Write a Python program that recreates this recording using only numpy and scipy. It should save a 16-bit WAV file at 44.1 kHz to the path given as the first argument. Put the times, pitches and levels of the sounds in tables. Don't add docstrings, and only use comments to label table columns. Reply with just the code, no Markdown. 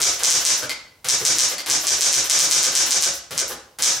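import sys
import numpy as np
from scipy import signal
from scipy.fft import rfft, irfft
from scipy.io import wavfile
from scipy.ndimage import uniform_filter1d, minimum_filter1d

SR = 44100
rng = np.random.default_rng(int(sys.argv[2]) if len(sys.argv) > 2 else 0)


def amplitude_ratio(level_db):
    exponent = np.asarray(level_db, float) / 20
    return 10 ** exponent


def transcribe(signal):
    frames = np.atleast_2d(signal).T
    limited = np.clip(frames, -1, 1)
    pcm = np.round(limited * 32767).astype(np.int16)
    wavfile.write(sys.argv[1], SR, pcm)


N = 176400


def read(points, hz):
    f, value = np.transpose(points)
    return np.interp(np.log(hz + 1), np.log(f + 1), value)


def add(mix, s, sound):
    part = mix[max(round(s * SR), 0):][:len(sound)]
    part += sound[:len(part)]


def colour(x, points):
    hz = abs(np.fft.fftfreq(2048, 1 / SR))
    log_gain = np.log(amplitude_ratio(read(points, hz)))
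    minimum_phase = np.exp(np.conj(signal.hilbert(log_gain)))
    taps = np.fft.ifft(minimum_phase).real
    return signal.oaconvolve(x, taps / np.linalg.norm(taps))[:len(x)]


def burst(t60, rise=0.0001, hold=0., size=3000):
    t = np.arange(size) / SR
    shape = np.minimum(t / rise, 1) * amplitude_ratio(-60 * np.maximum(t - hold, 0) / t60)
    x = rng.standard_normal(size) * shape
    for _ in range(6):
        z = rfft(x)
        x = irfft(z / np.sqrt(uniform_filter1d(abs(z) ** 2, size=9) + 1e-20), size)
        x = x / np.sqrt(abs(uniform_filter1d(x ** 2, size=40)) + 1e-12) * shape
    return x / np.linalg.norm(x)


def ring(modes, detune=0.011, vary_db=2.0, size=9000):
    t = np.arange(size) / SR
    out = np.zeros(size)
    for hz, db, t60 in modes:
        louder, sharper, sign = rng.standard_normal(3)
        decay = amplitude_ratio(db + vary_db * louder - 60 * t / min(t60, 0.4))
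        out += decay * np.sin(2 * np.pi * hz * (1 + detune * sharper) * t) * np.sign(sign)
    return out


# (t/s, level/dB)
SLAPS = [(0.016, -20.6), (0.2337, -20.0), (0.3021, -21.6), (0.4509, -19.5), (1.0856, -22.5),
         (1.2506, -21.0), (1.3837, -21.3), (1.6988, -23.0), (1.8689, -21.5), (2.0085, -19.6),
         (2.1274, -21.5), (2.2972, -20.0), (2.389, -22.5), (2.511, -19.5), (2.6289, -24.9), (2.7517, -20.1),
         (2.9073, -22.2), (3.0229, -24.6), (3.3778, -29.9), (3.8225, -19.1)]
# (f/Hz, level/dB)
SLAP = [(120, -34), (250, -30), (900, -21), (2900, -13.5), (4800, -6), (5900, -0.5), (8700, -3),
        (10300, -11), (15700, -29), (16500, -47)]
# (f/Hz, level/dB)
TICK = [(120, -32), (220, -11), (500, -6.5), (1200, -2), (2300, -1), (5000, 1), (11000, 0), (15800, -16),
        (16500, -59)]
# (f/Hz, level/dB)
STEP = [(120, -47.5), (250, -24), (900, -14.5), (4670, -6.5), (5830, 6), (9250, 0), (14000, -20),
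        (16400, -59)]
# (f/Hz, level/dB, T60/s)
CASE = [(156, -17.5, 0.13), (227, -14, 0.081), (353, -9.5, 0.08), (466.5, -5, 0.065), (542, -3.5, 0.083),
        (699, -5, 0.072), (980, 1.5, 0.0083), (1235, 1.5, 0.021), (1524, 8.5, 0.016), (2138.4, 5.5, 0.0067)]


def type_bars():
    swing_s, step_s, step_end_s, thump_s = 0.0048, 0.031, 0.066, 0.054
    desk = [(60.7, 0, 0.2)]  # f/Hz, level/dB, T60/s
    slap, tick, step, body = np.zeros((4, N))
    t = np.arange(3000) / SR
    step_gate = np.clip((step_end_s - step_s - t) / 0.0054, 0, 1)
    for s, db in SLAPS:
        add(slap, s, amplitude_ratio(db + 37.5) * burst(0.016, rise=0.0001, hold=0.0012))
        add(tick, s - swing_s, amplitude_ratio(db + 18) * burst(0.027, rise=0.0029))
        step_db = 1.87 * db + 45.5
        add(step, s + step_s, amplitude_ratio(step_db) * burst(0.21, rise=0.0039) * step_gate)
        add(body, s + step_s, amplitude_ratio(-37.5) * ring(CASE))
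        add(body, s + thump_s, amplitude_ratio(-50) * ring(desk, detune=0.059))
    return colour(slap, SLAP) + colour(tick, TICK) + colour(step, STEP) + body


# (t/s, tick level/dB, case level/dB)
KEYS = [(0.0014, -10, -29), (0.1303, -22.5, -49), (0.1917, -14.5, -49), (0.2233, -43, -26.5),
        (0.4038, -16, -39), (0.5732, -25, -36), (0.6233, -17.5, -28.5), (1.044, -14.5, -36.5),
        (1.0718, -19, -49), (1.2076, -20, -29.5), (1.3489, -18, -37.5), (1.5092, -15, -33),
        (1.66, -12.5, -37), (1.6858, -13, -30), (1.8346, -14.5, -35), (1.9686, -19, -36.5),
        (2.0913, -37, -55), (2.2406, -15, -52), (2.3508, -23, -39), (2.4736, -21, -36.5),
        (2.5909, -21, -41.5), (2.7175, -15.5, -38), (2.8618, -13.5, -36), (3.3074, -17, -36),
        (3.3482, -20.5, -38), (3.4972, -29.5, -32.5), (3.5049, -20.5, -36.5), (3.7859, -14.5, -35.5),
        (3.8128, -34, -51), (3.9494, -25, -39)]


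def keys():
    tick, body = np.zeros((2, N))
    for s, db, case_db in KEYS:
        add(tick, s, amplitude_ratio(db + 10) * burst(0.045, rise=0.0014))
        add(body, s, amplitude_ratio(case_db - 8.5) * ring(CASE, detune=0.08))
    return colour(tick, TICK) + body


# (t/s, clack level/dB, low ring level/dB, high ring level/dB)
BARS = [
    (.6945, -2.5, -28.5, -23.5),
    (1.5816, -4, -35, -24),
]
# (f/Hz, level/dB, T60/s)
BAR = [(2010, -2, .03), (2120, -2, .08), (2210, -2, .02), (2345, -5, .03), (3590, -12, .02),
       (3900, -9, .015), (4350, 2, .018), (4670, -5, .02), (4810, 1, .014), (7520, 0, .01)]


def space_bar():
    out = np.zeros(N)
    for s, db, low_db, high_db in BARS:
        clack = amplitude_ratio(db) * colour(burst(0.0384, size=9000), TICK)
        low = amplitude_ratio(low_db) * ring(BAR[:4], detune=0.0034, vary_db=1)
        high = amplitude_ratio(high_db) * ring(BAR[4:], detune=0.0033, vary_db=1)
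        add(out, s, clack + low + high)
    return out


# (t/s, level/dB)
PINGS = [
    (0.143, -24),
    (3.153, -14),
]
# (f/Hz, level/dB, T60/s)
SPRING = [(11300, 0, .02), (10900, -2, .012), (11550, -5, .012)]


def spring():
    out = np.zeros(N)
    for s, db in PINGS:
        add(out, s, amplitude_ratio(db - 18) * ring(SPRING, detune=0.003))
    return out


# (f/Hz, level/dB)
RATTLE = [(1000, -28), (3000, -12), (8000, -2), (11000, 1.5), (15500, -9), (16500, -32)]


def rattle():
    from_s, to_s, ticks_per_s = 0.072, 0.16, 180
    busy = np.zeros(N)
    for s, _ in SLAPS:
        add(busy, s + from_s, np.hanning(round((to_s - from_s) * SR)))
    tick_db = -22 + 3.76 * np.minimum(rng.exponential(1, N), 4)
    size = amplitude_ratio(tick_db) * rng.choice([-1., 1.], N)
    ticks = size * np.minimum(busy, 1) * (rng.random(N) < ticks_per_s / SR)
    return colour(signal.oaconvolve(ticks, burst(0.0054, size=300))[:N], RATTLE)


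# (f/Hz, side level/dB)
WIDTH = [(60, -36), (110, -31), (200, -21), (380, -15), (700, -11), (1290, -5.5), (2380, -5), (4400, -6.5),
         (8120, -2), (15000, -11)]


def stereo(mid, side):
    hz = np.fft.rfftfreq(len(side), 1 / SR)
    side = irfft(rfft(side) * amplitude_ratio(read(WIDTH, hz)), len(side))
    return np.array([mid + side, mid - side])


# (t/s, level/dB, side share, positive to the left)
ECHOES = [(.0063, .5, .3), (.0123, -.5, -.35), (.0142, -3, .35), (.0195, -5, -.35), (.0220, -.5, .3),
          (.0298, -3, -.3), (.0365, -5, .35)]
# (f/Hz, T60/s)
ROOM = [(60, 0.29), (400, 0.62), (1500, 0.55), (6000, .44), (9000, 0.38), (15000, 0.098)]
# (f/Hz, level/dB)
WALLS = [(200, 9.5), (3000, 6), (6000, 4), (9000, -3), (15000, 6)]


def room(x):
    rise_s, tail_db = 0.011, 3
    hz, t, z = signal.stft(rng.standard_normal((2, SR)), SR, nperseg=256)
    decay = amplitude_ratio(-60 * t / read(ROOM, hz)[:, None])
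    tail = signal.istft(z * decay, SR, nperseg=256)[1][:, :SR]
    tail *= 1 - np.exp(-(np.arange(SR) / SR / rise_s) ** 2)
    tail *= amplitude_ratio(tail_db) / np.linalg.norm(tail[0])
    for s, db, side in ECHOES:
        tail[:, round(s * SR)] += amplitude_ratio(db) * np.array([1, side * 2])
    mid, side = signal.fftconvolve(colour(x, WALLS)[None], tail, axes=1)[:, :N]
    return x + stereo(mid, side)


# (f/Hz, level/dB)
HUSH = [(24, -15), (40, 8), (329, -9), (765, -8.5), (1030, -9), (1200, -18), (5700, -18), (7490, -20),
        (15000, -22)]


def hush():
    gain = amplitude_ratio(read(HUSH, np.fft.rfftfreq(N, 1 / SR)))
    x = irfft(rfft(rng.standard_normal((2, N))) * gain, N)
    mid, side = x / x[0].std()
    return amplitude_ratio(-57.5) * stereo(mid, side)


def scene():
    ring_wet = amplitude_ratio(-3)
    desk = type_bars() + keys() + rattle()
    rings = space_bar() + spring()
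    return room(desk + ring_wet * rings) + (1 - ring_wet) * rings + hush()


def roll_off(x):
    return signal.sosfilt(signal.butter(12, 16520, fs=SR, output="sos"), x)


def record(dry):
    ceiling_db, ratio, recover_db_per_s = -13, 8, 336
    ahead, hold = round(0.0026 * SR), round(0.002 * SR)
    power = abs(uniform_filter1d((dry ** 2).max(0), size=50))
    peak_db = np.r_[10 * np.log10(power + 1e-12), np.full(ahead, -99.)]
    span = ahead + hold
    peak_db = -minimum_filter1d(-peak_db, span, origin=(span - 1) // 2)[ahead:]
    fall = np.arange(N) * recover_db_per_s / SR
    held_db = np.maximum.accumulate(peak_db + fall) - fall
    over_db = np.maximum(held_db - ceiling_db, 0)
    cut_db = (1 - 1 / ratio) * uniform_filter1d(over_db, size=40)
    rumble_cut = signal.butter(4, 52, "highpass", fs=SR, output="sos")
    top_cut = signal.ellip(8, 0.5, 60, 15900, fs=SR, output="sos")
    heard = signal.sosfilt(np.r_[rumble_cut, top_cut], dry)
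    return roll_off(heard / amplitude_ratio(cut_db))


dry = scene()
out = record(dry)
transcribe(out)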